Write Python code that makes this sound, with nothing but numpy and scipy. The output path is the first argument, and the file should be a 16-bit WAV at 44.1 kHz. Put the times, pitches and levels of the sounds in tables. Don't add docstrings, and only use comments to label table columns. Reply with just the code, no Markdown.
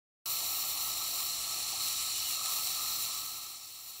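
import sys
import numpy as np
from scipy import signal
from scipy.fft import rfft, irfft, next_fast_len
from scipy.io import wavfile
from scipy.ndimage import map_coordinates

SR = 44100
rng = np.random.default_rng(int(sys.argv[2]) if len(sys.argv) > 2 else 0)


def dump_mix(stems):
    frames = np.atleast_2d(stems).T
    limited = np.clip(frames, -1, 1)
    pcm = np.round(limited * 32767).astype(np.int16)
    wavfile.write(sys.argv[1], SR, pcm)


N = 176400
TIME_S = np.arange(N) / SR

# frequency in Hz, relative gain in dB.
TUBE_SPECTRUM = [(1300, -32), (1500, -29), (1700, -21.5), (2100, -16.5), (2550, -11.5), (2900, -12),
                 (3400, -13), (3700, -9.5), (4140, -1), (4560, -5.5), (4690, -15), (4900, -20),
                 (5050, -7.5), (5250, -11.5), (5620, -3.5), (6150, -8.5), (6370, -15), (6620, -15),
                 (6950, -6.5), (7260, -3), (7600, -7.5), (8000, -6.5), (8170, -14), (8450, -8),
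                 (8850, -11.5), (10400, -10.5), (11200, -13.5), (15700, -23)]


def amp(db):
    return 10 ** (np.asarray(db) / 20)


def unit(x):
    return x / np.sqrt(np.mean(x ** 2) + 1e-20)


def noise():
    return rng.standard_normal(N)


def curves(rows):
    times_s, *columns = np.transpose(rows)
    return [np.interp(TIME_S, times_s, column) for column in columns]


def wobble(knots_per_s):
    knots = rng.standard_normal(N // 8)
    return unit(map_coordinates(knots, [TIME_S * knots_per_s], mode="wrap"))


def filtered(x, response):
    size = next_fast_len(N + SR // 2)
    return irfft(rfft(x, size) * response(np.fft.rfftfreq(size, 1 / SR)), size)[:N]


def coloured(x, spectrum):
    points_hz, points_db = np.transpose(spectrum)

    def gain(hz):
        return amp(np.interp(np.log(hz + 1), np.log(points_hz + 1), points_db, left=-120, right=-120))
    return unit(filtered(x, gain))


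def resonant(x, modes):
    def gain(hz):
        return np.sqrt(sum(amp(db) ** 2 / (1 + ((hz - centre_hz) / width_hz) ** 2) ** 3
                           for centre_hz, width_hz, db in modes))
    return unit(filtered(x, gain))


def droplets(hits_per_s=430, spread_db=6.5):
    hits = rng.random(N) < hits_per_s / SR
    sizes = amp(spread_db * np.minimum(rng.exponential(size=N), 4))
    return unit(hits * sizes * np.sign(noise()))


def suction_jet():
    # time in seconds, relative level in dB.
    flow_levels = [(0.28, -37), (0.35, -36.5), (1.78, -37), (1.84, -34), (2.1, -36), (2.32, -35),
                   (2.43, -38), (2.44, -35), (2.99, -36.5), (3.04, -35.5), (3.1, -37.5)]
    fizz_levels = [(.28, -39.5), (.33, -38), (.43, -43), (.47, -39.5), (.69, -40), (.76, -41.5),
                   (.89, -39.5), (.93, -43.5), (1.25, -41), (1.35, -47.5), (1.8, -47.5), (1.85, -41.5),
                   (1.98, -46.5), (2.13, -48), (2.29, -41.5), (2.41, -48), (2.54, -39.5), (2.78, -44),
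                   (3.02, -40), (3.12, -47), (3.26, -43), (3.6, -46.5), (3.85, -41.5)]
    # frequency in Hz, relative gain in dB.
    fizz_spectrum = [(8000, -24), (11200, -8), (12300, -.5), (15700, 0)]
    # centre in Hz, width in Hz, relative gain in dB.
    tube_modes = [(2606, 67, -10), (3850, 93, -0.5), (4166, 153, 2.5), (4400, 61, 2), (4540, 47, -2),
                  (5077, 80, -9), (5390, 60, -5), (5520, 80, 0), (5900, 60, -4), (6220, 100, -5.5),
                  (7160, 140, -3.5), (7900, 90, -25), (9000, 74, -7)]
    flow_db, = curves(flow_levels)
    fizz_db, = curves(fizz_levels)
    sputter = amp(0.59 * wobble(300) + 0.54 * wobble(40))
    spray = amp(-15) * droplets()
    hiss = amp(-0.5) * coloured(sputter * noise() + spray, TUBE_SPECTRUM)
    rings = amp(-7.5) * resonant(noise(), tube_modes)
    flicker_db = 0.28 * wobble(25)
    fizz = amp(1.5 + flicker_db) * coloured(sputter * noise() + spray, fizz_spectrum)
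    return amp(flow_db) * (hiss + rings) + amp(fizz_db) * fizz


def mouth(gulp_width_s=0.014):
    # time in seconds, relative level in dB.
    rush_levels = [(0.28, -56.5), (0.37, -57.5), (0.43, -52), (0.48, -56.5), (1.25, -56.5), (1.3, -60),
                   (1.61, -56.5), (1.71, -60.5), (1.73, -55.5), (1.76, -56.5), (2.1, -61.5), (2.43, -57.5),
                   (2.44, -55.5), (3.06, -59.5)]
    hollow_levels = [(.28, -50), (.69, -48), (.85, -48), (1.03, -46), (1.12, -55), (1.19, -45.5),
                     (1.25, -51), (1.46, -49.5), (1.51, -49), (1.6, -50.5), (1.79, -47), (1.9, -50),
                     (2.07, -48.5), (2.15, -54), (2.26, -51), (2.4, -46), (2.52, -44.5), (2.69, -51.5),
                     (2.81, -43.5), (3.06, -50), (3.12, -46.5), (3.19, -48), (3.45, -48), (3.66, -51.5)]
    # frequency in Hz, relative gain in dB.
    rush_spectrum = [(200, -50), (320, -9.5), (520, -6.5), (640, -4.5), (700, 2.5), (830, 2.5), (940, 0),
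                     (995, -9), (1070, -0.5), (1300, -17), (1480, -30), (1700, -33)]
    # centre in Hz, width in Hz, relative gain in dB.
    hollow_modes = [(1063, 29, -6), (1155, 46, -2), (1226, 35, -4), (1292, 32, 2), (1336, 59, -7)]
    gulp_modes = [(796, 100, 0)]
    # peak time in seconds, peak level in dB.
    gulp_peaks = [(.43, -60), (.875, -50.5), (1.735, -50.5)]
    rush_db, = curves(rush_levels)
    hollow_db, = curves(hollow_levels)
    gulp_envelope = sum(amp(db) * np.exp(-((TIME_S - peak_s) / gulp_width_s) ** 2)
                        for peak_s, db in gulp_peaks)
    gulps = gulp_envelope * resonant(noise(), gulp_modes)
    rush = amp(rush_db + 1.5) * coloured(noise(), rush_spectrum)
    hollow = amp(hollow_db - 3) * resonant(noise(), hollow_modes)
    return rush + gulps + hollow


def machine(drone_db=-63, drift_rad=0.25):
    # frequency in Hz, rms level in dB.
    hum_tones = [(57, -74.5), (150, -71)]
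    # frequency in Hz, relative gain in dB.
    drone_spectrum = [(20, -5), (38, -23), (56, 2), (70, -4.5), (110, 2), (128, -4), (165, -15),
                      (200, -5.5), (225, -10), (246, -3.5), (275, -12.5), (310, -1.5), (400, -15),
                      (700, -16)]
    hum = sum(amp(db) * np.sqrt(2) * np.sin(2 * np.pi * hz * TIME_S + drift_rad * wobble(2.9))
              for hz, db in hum_tones)
    return hum + amp(drone_db) * coloured(noise(), drone_spectrum)


def slurps(decay_s=0.0044):
    # start in seconds, peak level in dB.
    beads = [(1.883, -28), (2.458, -28), (2.672, -29), (2.747, -34), (3.176, -36)]
    envelope = sum(amp(db) * (TIME_S >= start_s) * np.exp(-np.abs(TIME_S - start_s) / decay_s)
                   for start_s, db in beads)
    return envelope * coloured(noise(), TUBE_SPECTRUM)


def whistle(width_hz=81):
    # time in seconds, pitch in Hz, level in dB.
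    glide = [(2.08, 2970, -62), (2.17, 2950, -50), (2.25, 2970, -49), (2.31, 2870, -47), (2.36, 2700, -51),
             (2.40, 2620, -68)]
    pitch_hz, level_db = curves(glide)
    phase = 2 * np.pi * np.cumsum(pitch_hz) / SR
    noise_band = wobble(2 * width_hz) * np.cos(phase) + wobble(2 * width_hz) * np.sin(phase)
    return amp(level_db) * unit(noise_band)


def near_reflections(x, count=14, min_delay_s=0.003, max_delay_s=0.025, echo_to_direct_db=-12):
    delays_s = rng.uniform(min_delay_s, max_delay_s, count)
    strengths = rng.standard_normal(count)
    gains = amp(echo_to_direct_db) * strengths / np.linalg.norm(strengths)
    response = np.bincount((delays_s * SR).astype(int), gains)
    response[0] = 1
    return signal.fftconvolve(x, response / np.linalg.norm(response))[:N]


def scene():
    mono = near_reflections(suction_jet() + slurps()) + mouth() + whistle() + machine()
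    return np.array([mono, mono])


def record(dry):
    start_s, fade_span_s, fade_db = 0.2577, [3.134, 3.64], -10.5
    top_hz, skirt_hz = 15800, 100
    fader = (TIME_S >= start_s) * amp(np.interp(TIME_S, fade_span_s, [0, fade_db]))

    def low_pass(hz):
        return np.clip((top_hz - hz) / skirt_hz + 1, 0, 1)
    return np.array([filtered(channel * fader, low_pass) for channel in dry])


dry = scene()
out = record(dry)
dump_mix(out)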